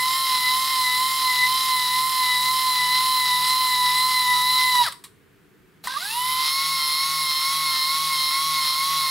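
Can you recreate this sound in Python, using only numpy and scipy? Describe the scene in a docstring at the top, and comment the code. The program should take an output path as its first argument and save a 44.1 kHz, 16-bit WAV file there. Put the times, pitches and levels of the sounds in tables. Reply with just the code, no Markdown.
"""A small electric linear actuator on a workbench pulls its rod in, brakes, clicks, and after a pause pushes it out again.
A seven-tooth pinion on the motor shaft whines against a wheel four times its size: five tooth harmonics
cross sharp resonances while the speed sways with each turn of the screw.
Shaped noise makes the gear rattle and brush fizz, decaying modes and noise bursts the clacks and click;
a small workshop answers with a decaying noise echo under a soft rush of air."""
import sys
import numpy as np
from scipy import signal
from scipy.fft import rfft, irfft, next_fast_len
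from scipy.io import wavfile
from scipy.ndimage import uniform_filter1d, map_coordinates

SR = 44100
rng = np.random.default_rng(int(sys.argv[2]) if len(sys.argv) > 2 else 0)


def waveform_to_disk(signal):
    """Save audio, clipped to [-1, 1], as 16-bit WAV at the path in sys.argv[1]."""
    frames = np.transpose(np.atleast_2d(signal))
    scaled = np.clip(frames, -1, 1) * 32767
    samples = np.round(scaled).astype(np.int16)
    wavfile.write(sys.argv[1], SR, samples)


N = 401310

# Weaker lines from the rotor and uneven teeth. Each row: multiple of the shaft rate,
# level in dB pulling, level in dB pushing, both before the stroke's gain.
ROTOR_LINES = [(4.94, -60, -63), (6.08, -61.5, -56), (8.97, -48.5, -47), (12, -53, -48.5), (13, -50, -46),
               (23, -54.5, -51), (25.1, -55, -45), (26, -37, -36), (27.04, -35, -46), (29, -55, -39),
               (31.35, -58, -40), (32.5, -61, -56), (32.9, -50.5, -54), (36, -48, -45.5), (42, -46, -44.5),
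               (46.7, -58.5, -54), (48, -52.5, -57), (49.5, -48, -64), (51, -47.5, -69), (54.8, -52, -54),
               (56, -44, -46.5), (56.97, -43.5, -48), (69, -49, -39), (71.7, -50.5, -40.5), (72, -53, -63),
               (83, -55, -53), (86, -53.5, -56), (98, -49, -69)]
# Colour of the case shaken by the rattle. Each row: frequency in Hz, relative level in dB per Hz pulling,
# the same pushing.
CASE_COLOUR = [(40, -27, -28), (97, -19.5, -16), (150, -20, -18.5), (380, -25.5, -23), (580, -30.5, -32),
               (760, -18, -22), (938, -6.5, -3.5), (1340, -7, -4), (1650, -14.5, -13.5), (2050, 0.5, 0.5),
               (2256, -11, -8.5), (3310, -3, -1.5), (4060, 6, 7.5), (4210, -3, 0.5), (5320, 0.5, -1),
               (5790, -12, -9), (9100, -23, -21), (16000, -36.5, -40)]
# Colour of a metallic click. Each row: frequency in Hz, relative level in dB per Hz.
CLICK_COLOUR = [(500, -52.5), (850, -18), (1140, -1), (1400, -20), (1600, -11.5), (2830, -14), (3830, -6),
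                (6310, -20.5), (8240, -9.5), (15500, -23)]

PINION_TEETH, WHEEL_RATIO = 7, 4
RATTLE_GROWS, FIZZ_GROWS = 0.64, 1.84  # power of the speed with which each grows


def amp(db):
    """Decibels to gain."""
    return 10 ** (np.asarray(db) / 20)


def unit(x):
    """Scale to rms 1."""
    return x / np.sqrt(np.mean(x ** 2) + 1e-20)


def along(points, hz):
    """Interpolate (Hz, value) points on a log frequency axis."""
    point_hz, values = np.transpose(points)
    return np.interp(np.log(hz + 1), np.log(point_hz + 1), values)


def wobble(rate):
    """A smooth random curve, rate knots a second."""
    coarse = np.linspace(0, N, N // 16)
    knots = rng.standard_normal(int(N * rate / SR) + 4)
    return np.interp(np.arange(N), coarse, map_coordinates(knots, [coarse * rate / SR]))


def filtered(x, response):
    """x times a response of frequency."""
    padded = next_fast_len(N + SR // 4)
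    return irfft(rfft(x, padded) * response(np.fft.rfftfreq(padded, 1 / SR)), padded)[..., :N]


def coloured(x, spectrum):
    """x with a (Hz, dB) colour, at rms 1."""
    return unit(filtered(x, lambda hz: amp(along(spectrum, hz))))


def placed(x, pan_db):
    """A mono sound, pan_db louder on the left."""
    return np.array([x * amp(pan_db / 2), x * amp(-pan_db / 2)])


def swell(turns, depth_db):
    """A gain that peaks once a turn, depth_db above and below unity."""
    return amp(depth_db * np.cos(2 * np.pi * turns))


def surface(turns, size):
    """Fine random roughness around a wheel, met again on every turn."""
    bumps = rng.standard_normal(size)
    fine = bumps - uniform_filter1d(bumps, size=90, mode="wrap")
    return unit(map_coordinates(fine, [turns % 1 * size], mode="grid-wrap"))


def resonances(modes, hz):
    """Power sum of (Hz, width Hz, dB) resonances, as a gain at hz."""
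    return np.sqrt(sum(amp(db) ** 2 / (1 + ((hz - centre) / width) ** 2) ** 2 for centre, width, db in modes))


def drive(speed, screw, start, stop):
    """Motion of one stroke: the screw binds once a turn, so the motor speed sways about its mean.

    Returns tooth rate in Hz, shaft turns, screw turns, lag behind the usual speed, travel 0-1, on-off gate."""
    t = np.arange(N) / SR
    knot_s, mean_hz = np.transpose(speed)
    fastest_s, first_turn_s, last_turn_s, first_sway_pct, last_sway_pct = screw
    travel = np.interp(t, [knot_s[0], knot_s[-1]], [0, 1])
    turns = np.cumsum(1 / np.interp(travel, [0, 1], [first_turn_s, last_turn_s])) / SR
    turns = turns - np.interp(fastest_s, t, turns)
    sway_pct = np.interp(travel, [0, 1], [first_sway_pct, last_sway_pct])
    sway = sway_pct / 100 * np.cos(2 * np.pi * turns)
    # the rotor's inertia rounds every change
    tooth_hz = uniform_filter1d(np.interp(t, knot_s, mean_hz) * (1 + sway), size=900)
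    usual_hz = np.median(tooth_hz[(t > knot_s[0]) & (t < knot_s[-1])])
    lag = 1 - tooth_hz / usual_hz
    jitter = (.0014 + .015 * np.maximum(lag, 0)) * wobble(110)  # a slow motor runs unevenly
    shaft = np.cumsum(tooth_hz * (1 + jitter)) / SR / PINION_TEETH
    fade_in = np.clip((t - start) / .004, 0, 1)
    fade_out = amp(-60 * np.maximum(t - stop, 0) / .12)
    return tooth_hz, shaft, turns, lag, travel, fade_in * fade_out


def whine(tooth_hz, shaft, lag, travel, teeth, ring, throb=1):
    """Tooth harmonics swell across resonances; uneven tooth loads roughen them, standing waves swing them sideways."""
    out = np.zeros((2, N))
    fast_pct = np.clip(-100 * lag, -2, 2)  # above the usual speed
    slow = 1 + 3 * np.maximum(lag, 0)  # rougher when slow
    grid_hz = np.arange(SR // 4)
    response = resonances(ring, grid_hz)
    for k, (first_db, last_db, half_speed_loss_db, flutter_db, rough, pan_db, swing_db) in enumerate(teeth, 1):
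        db = first_db + (last_db - first_db) * travel
        db = db - half_speed_loss_db * 2 * np.maximum(lag, 0) + flutter_db * wobble(22)
        load = 1 + rough * slow * (wobble(110) + 1j * wobble(110))
        load = load / np.sqrt(1 + 2 * (rough * slow) ** 2)
        phase_turns = k * PINION_TEETH * shaft + rng.random()
        line = np.sqrt(2) * np.imag(load * np.exp(2j * np.pi * phase_turns))
        gain = amp(db) * np.interp(k * tooth_hz, grid_hz, response)
        if k == 1:
            gain = gain * throb
        out += placed(gain * line, pan_db + swing_db * fast_pct)
    return out


def hum(shaft, turns, lag, travel, rule):
    """Rotor imbalance shakes the bench once a shaft turn, growing with speed, swelling with each screw turn."""
    first_db, last_db, swell_db, late_turns = rule
    gain = amp(first_db + (last_db - first_db) * travel) * swell(turns - late_turns, swell_db) * (1 - lag) ** 2
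    return gain * np.sqrt(2) * np.sin(2 * np.pi * shaft)


def singing(lag):
    """The rotor lines fade as soon as the motor slows."""
    return amp(-60 * np.maximum(lag, 0))


def shaft_lines(shaft, lines, waver_db):
    """Rotor slots and uneven teeth add wavering multiples of the shaft rate."""
    out = np.zeros(N)
    for order, db in lines:
        out += amp(db + waver_db * wobble(16)) * np.sin(2 * np.pi * (order * shaft + rng.random()))
    return out


def rattle(shaft, spectrum, tooth_db, shaft_db, wheel_db):
    """Tooth flanks scrape and slap in the case, harder with each tooth, shaft turn and wheel turn."""
    wheel = shaft / WHEEL_RATIO
    scrape = .45 * surface(shaft, size=300) + .65 * surface(wheel, size=1100) + .62 * rng.standard_normal(N)
    load = swell(PINION_TEETH * shaft, tooth_db) * swell(shaft, shaft_db)
    load *= swell(2 * shaft + 0.14, 1.0) * swell(wheel, wheel_db)
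    return coloured(scrape * load * amp(1.25 * wobble(25)), spectrum)


def fizzy(x):
    """x through the resonances of the motor can, at rms 1."""
    # Each row: centre in Hz, width in Hz, relative level in dB.
    can_modes = [(6300, 330, -7), (7370, 240, -3), (8250, 250, -6.5), (8680, 330, -4), (9700, 420, -4),
                 (10130, 400, 1), (10330, 450, 3), (11500, 710, 0), (11800, 300, -6), (12400, 400, -4),
                 (13220, 320, -0.5), (14070, 250, -2.5), (14680, 300, -7), (15250, 206, -11),
                 (15620, 248, -2)]
    return unit(filtered(x, lambda hz: resonances(can_modes, hz)))


def brushes(shaft, spark_db):
    """The two brushes rub over the commutator and spark unevenly."""
    rub = .5 * surface(shaft, size=300) + .85 * rng.standard_normal(N)
    return fizzy(rub * swell(shaft, 0.73) * swell(2 * shaft, 0.89) * amp(spark_db * wobble(900)))


def pull():
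    """Pulling in, the gears throb with the shaft and the wheel until the motor brakes: (whine, clatter)."""
    # Speed sags under load, then brakes. Each row: time in seconds, mean tooth rate in Hz.
    speed = [(0, 1033), (4.72, 1005), (4.82, 979), (4.845, 925), (4.865, 766), (4.89, 556)]
    # Screw: a fastest moment in seconds, turn length in seconds at stroke start and end, sway in percent at both.
    screw = (.2, .463, .516, 2.1, 1.15)
    # Tooth harmonics 1-5. Each row: relative level in dB at stroke start, at its end, loss in dB at half speed,
    # flutter in dB, roughness 0-1, left over right in dB, its swing in dB per percent of speed.
    teeth = [(-1, 1, 2, 0.4, 0.03, -4, 0.7), (-1.5, -3.2, -4.5, 3, 0.18, 1, -2.3),
             (1.5, -2, 6.5, 2.5, .24, 0, -0.5), (-3.5, 1.5, 24, 1.5, 0.17, -0.5, -1),
             (1, -8, 25.5, 1.5, .3, 3.5, 0.5)]
    # Case and bench. Each row: centre in Hz, width in Hz, level in dB on the peak before the harmonic's own.
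    ring = [(965, 19.4, -17.5), (994.7, 6, -26), (1025.8, 17.5, -24), (1053.6, 14, -24), (1450, 320, -26.5),
            (1968, 33, -23), (2027, 21.4, -28), (2088, 12.4, -34), (2898, 67, -31.5), (3133, 89, -37),
            (3918, 99, -22), (4057, 64, -26.5), (4210, 80, -36.5), (4750, 80, -23), (5260, 220, -44)]
    # Hum: level in dB at stroke start, at its end, swell in dB per screw turn, turns after the fastest moment.
    hum_rule = (-59.5, -52, 4.2, .6)
    brake_s, brake_length_s, brake_db = 4.843, .014, 4
    throb_db, throb_turns = 1.5, 0.26  # depth at stroke start, screw turns after the fastest moment

    tooth_hz, shaft, turns, lag, travel, gate = drive(speed, screw, start=-1, stop=4.88)
    # the lowest harmonic throbs twice a screw turn
    throb = swell(2 * (turns - throb_turns), throb_db * (1 - travel))
    tone = whine(tooth_hz, shaft, lag, travel, teeth, ring, throb)
    tone = tone + hum(shaft, turns, lag, travel, hum_rule)

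    lines = amp(1.0) * shaft_lines(shaft, np.array(ROTOR_LINES)[:, [0, 1]], waver_db=3.5)
    side_tones = shaft_lines(shaft, [(26.02, -37.5), (27.05, -35.5)], waver_db=4.5)
    lines += amp(-13 + 15 * travel) * side_tones  # they grow as the rod comes in
    lines *= singing(lag)

    # braking throws the gears against each other
    braking = np.exp(-((np.arange(N) / SR - brake_s) / brake_length_s) ** 2)
    gears = rattle(shaft, np.array(CASE_COLOUR)[:, [0, 1]], tooth_db=3.0, shaft_db=1.0, wheel_db=2.5)
    gears = amp(-27.5 + brake_db * braking) * (1 - lag) ** RATTLE_GROWS * gears
    fizz = amp(-32.5) * (1 - lag) ** FIZZ_GROWS * swell(turns, 0.48) * brushes(shaft, spark_db=0.5)
    return gate * tone, gate * (lines + gears + fizz)


def small_modes(x, ripple_db, spacing_hz):
    """Many small modes of the case ripple its treble; gliding lines flicker as they cross them."""
    ripple = rng.standard_normal(2000)

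    def response(hz):
        depth_db = ripple_db * np.clip(hz / 6000, 0, 1)
        return amp(depth_db * map_coordinates(ripple, [hz / spacing_hz], mode="mirror"))

    return filtered(x, response)


def workshop(x):
    """Bench and walls answer with decaying noise, partly different left and right."""
    # Each row: frequency in Hz, t60 in seconds, relative level in dB, side over mid.
    room_bands = [(150, .6, 0, .9), (1000, .32, 0, .7), (4000, .27, -1, .6), (9000, .34, 0, .5),
                  (14000, .32, -1, 1.05)]
    hz, t, z = signal.stft(rng.standard_normal((2, SR * 2 // 3)), SR, nperseg=256)
    t60, db, width = [along(np.array(room_bands)[:, [0, k]], hz)[:, None] for k in range(1, 4)]
    mid, side = z * amp(db - 60 * t / t60)
    tail = signal.istft(np.array([mid + width * side, mid - width * side]), SR, nperseg=256)[1]
    delayed = np.pad(x, (150, 0))[None]  # samples
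    return signal.fftconvolve(delayed, tail / np.linalg.norm(tail[0]), axes=1)[:, :N]


def air():
    """The soft rush of the quiet workshop: steady coloured noise, wide in stereo."""
    # Each row: frequency in Hz, relative level in dB per Hz.
    air_colour = [(12, -58.5), (20, -23), (171, -5), (196, -6), (266, -13), (298, -4.5), (333, -17),
                  (372, -5.5), (478, -14.5), (565, -25.5), (631, -23), (788, -25.5), (1580, -18.5),
                  (5850, -36), (15500, -35.5)]
    mid, side = coloured(rng.standard_normal((2, N)), air_colour)
    return amp(-57) * np.array([mid + .5 * side, mid - .5 * side])


def clacks(click_db, knock_db, click_t60):
    """Play in the gears is taken up with clacks: a short metallic click and a knock of the housing each."""
    # Each row: start in seconds, level in dB before the common gains, knock over that level in dB.
    clack_events = [(4.7535, -17, -8), (4.8637, -19, -6), (4.8831, -23, 0), (4.9228, -24, -14),
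                    (5.8718, -19, 1.5), (5.9386, -27, 0)]
    # Each row: frequency in Hz, relative level in dB, t60 in seconds.
    housing_modes = [(1010, -1, 0.029), (1168, -9, .04), (1850, -6.5, 0.027), (2055, -6, 0.027)]
    click_gain, knocks = np.zeros(N + SR), np.zeros(N + SR)
    t = np.arange(SR // 4) / SR
    for start_s, db, low_db in clack_events:
        first = round(start_s * SR)
        ring = sum(amp(level_db - 60 * t / t60) * np.sin(2 * np.pi * (hz * t + rng.random()))
                   for hz, level_db, t60 in housing_modes)
        knocks[first:][:len(t)] += amp(db + low_db + knock_db) * ring * (1 - np.exp(-t / 0.00086))
        click_gain[first:][:len(t)] += amp(db + click_db - 60 * t / click_t60)
    return knocks[:N] + click_gain[:N] * coloured(rng.standard_normal(N), CLICK_COLOUR)


def stop_click(db, rise, t60):
    """After the stop a spring-loaded part snaps back: a short, bright noise burst."""
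    click_s = 5.0385
    age = np.maximum(np.arange(N) / SR - click_s, 0)
    envelope = amp(db - 60 * age / t60) * (1 - np.exp(-age / rise))
    return envelope * coloured(rng.standard_normal(N), CLICK_COLOUR)


def take_up(start, end, db):
    """The motor first turns freely through the play in the gears: a brief coloured noise."""
    t = np.arange(N) / SR
    gate = np.clip((t - start) / 0.0024, 0, 1) * np.clip((end - t) / .01, 0, 1)
    colour = [(400, -15), (1200, -4), (2200, -12), (4000, -6.5), (6500, -15), (15000, -15)]  # (Hz, dB)
    return amp(db) * gate * coloured(rng.standard_normal(N), colour)


def push():
    """Pushing out, the motor runs up and the other tooth flanks slap, tooth by tooth: (whine, clatter)."""
    # Speed runs up again. Each row: time in seconds, mean tooth rate in Hz.
    speed = [(5.885, 505.6), (5.96, 557.6), (6.02, 739), (6.07, 835), (6.12, 896), (6.19, 970.5),
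             (6.29, 1022), (6.47, 1067), (9.1, 1077)]
    # Screw: a fastest moment in seconds, turn length in seconds at stroke start and end, sway in percent at both.
    screw = (6.65, .458, .45, 1.6, 2.1)
    # Tooth harmonics 1-5. Each row: relative level in dB at stroke start, at its end, loss in dB at half speed,
    # flutter in dB, roughness 0-1, left over right in dB, its swing in dB per percent of speed.
    teeth = [(-1.8, 2.5, 3, 0.53, 0.028, -3, 0), (-0.49, -1, 6.5, 1.5, 0.24, -3, 3.5),
             (-0.86, -1.5, 2, 1.9, .23, 0.5, 1), (-1.21, 0, 20, 1.4, 0.16, 0, 0),
             (-0.69, -3, 18, 0.9, .27, 0, 2)]
    # Case and bench. Each row: centre in Hz, width in Hz, level in dB on the peak before the harmonic's own.
    ring = [(800, 110, -41), (976, 42, -25), (1025, 22, -26.5), (1082.6, 30, -31.5), (1167, 52, -22),
            (1550, 180, -32.5), (2082, 68, -33.5), (2150, 23, -33), (2720, 150, -35), (3000, 100, -32),
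            (3152, 43, -35), (3285, 25, -35), (3750, 200, -31), (4202, 114, -28), (4300, 34, -30.5),
            (5303, 160, -32)]
    # Hum: level in dB at stroke start, at its end, swell in dB per screw turn, turns after the fastest moment.
    hum_rule = (-60, -56, 6.5, .13)

    t = np.arange(N) / SR
    tooth_hz, shaft, turns, lag, travel, gate = drive(speed, screw, start=5.875, stop=10)
    tone = whine(tooth_hz, shaft, lag, travel, teeth, ring) + hum(shaft, turns, lag, travel, hum_rule)

    loaded = np.interp(t, [6.31, 6.46], [0, 1])  # the screw takes up its load
    # until then high tooth lines sing out
    free = shaft_lines(shaft, [(56, -43), (70, -29.5), (84, -38)], waver_db=2.5)
    lines = shaft_lines(shaft, np.array(ROTOR_LINES)[:, [0, 2]], waver_db=3.5)
    lines = amp(2.0) * (0.28 + 0.53 * loaded) * lines
    # still higher ones sweep through the can's resonances
    high_teeth = [(PINION_TEETH * k, 0) for k in range(11, 21)]
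    fan = amp(-43) * (1 - lag) ** FIZZ_GROWS * fizzy(shaft_lines(shaft, high_teeth, waver_db=7))

    slap_db = np.interp(t, [6.28, 6.35], [-30, -27.3])  # the flanks slap harder as the load arrives
    gears = rattle(shaft, np.array(CASE_COLOUR)[:, [0, 2]], tooth_db=3, shaft_db=1.7, wheel_db=0.7)
    gears = amp(slap_db) * (1 - lag) ** RATTLE_GROWS * gears
    fizz = amp(-33.5) * (1 - lag) ** FIZZ_GROWS * brushes(shaft, spark_db=1.5)
    unloaded = (1 - loaded) * (singing(lag) * free + fan)
    return gate * tone, gate * (singing(lag) * lines + unloaded + gears + fizz)


def scene():
    """The actuator close by, its room and the room's air."""
    (whine_in, clatter_in), (whine_out, clatter_out) = pull(), push()
    tone = whine_in + whine_out
    contacts = clacks(click_db=-8, knock_db=1.5, click_t60=0.046)
    contacts = contacts + take_up(start=5.838, end=5.882, db=-35.0)
    clatter = small_modes(clatter_in + clatter_out + contacts, ripple_db=2, spacing_hz=60)
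    click = stop_click(db=-33.5, rise=0.0012, t60=0.1)
    room = workshop(amp(-9) * clatter + amp(-15) * tone.mean(axis=0) + amp(-10) * click)
    return tone + amp(-0.21) * placed(clatter, pan_db=-0.3) + click + room + air()


def record(dry):
    """Cut everything above a band limit with a steep linear slope."""
    top_hz, slope_hz = 15780, 250
    return filtered(dry, lambda hz: np.clip((top_hz - hz) / slope_hz + .5, 0, 1))


dry = scene()
out = record(dry)
waveform_to_disk(out)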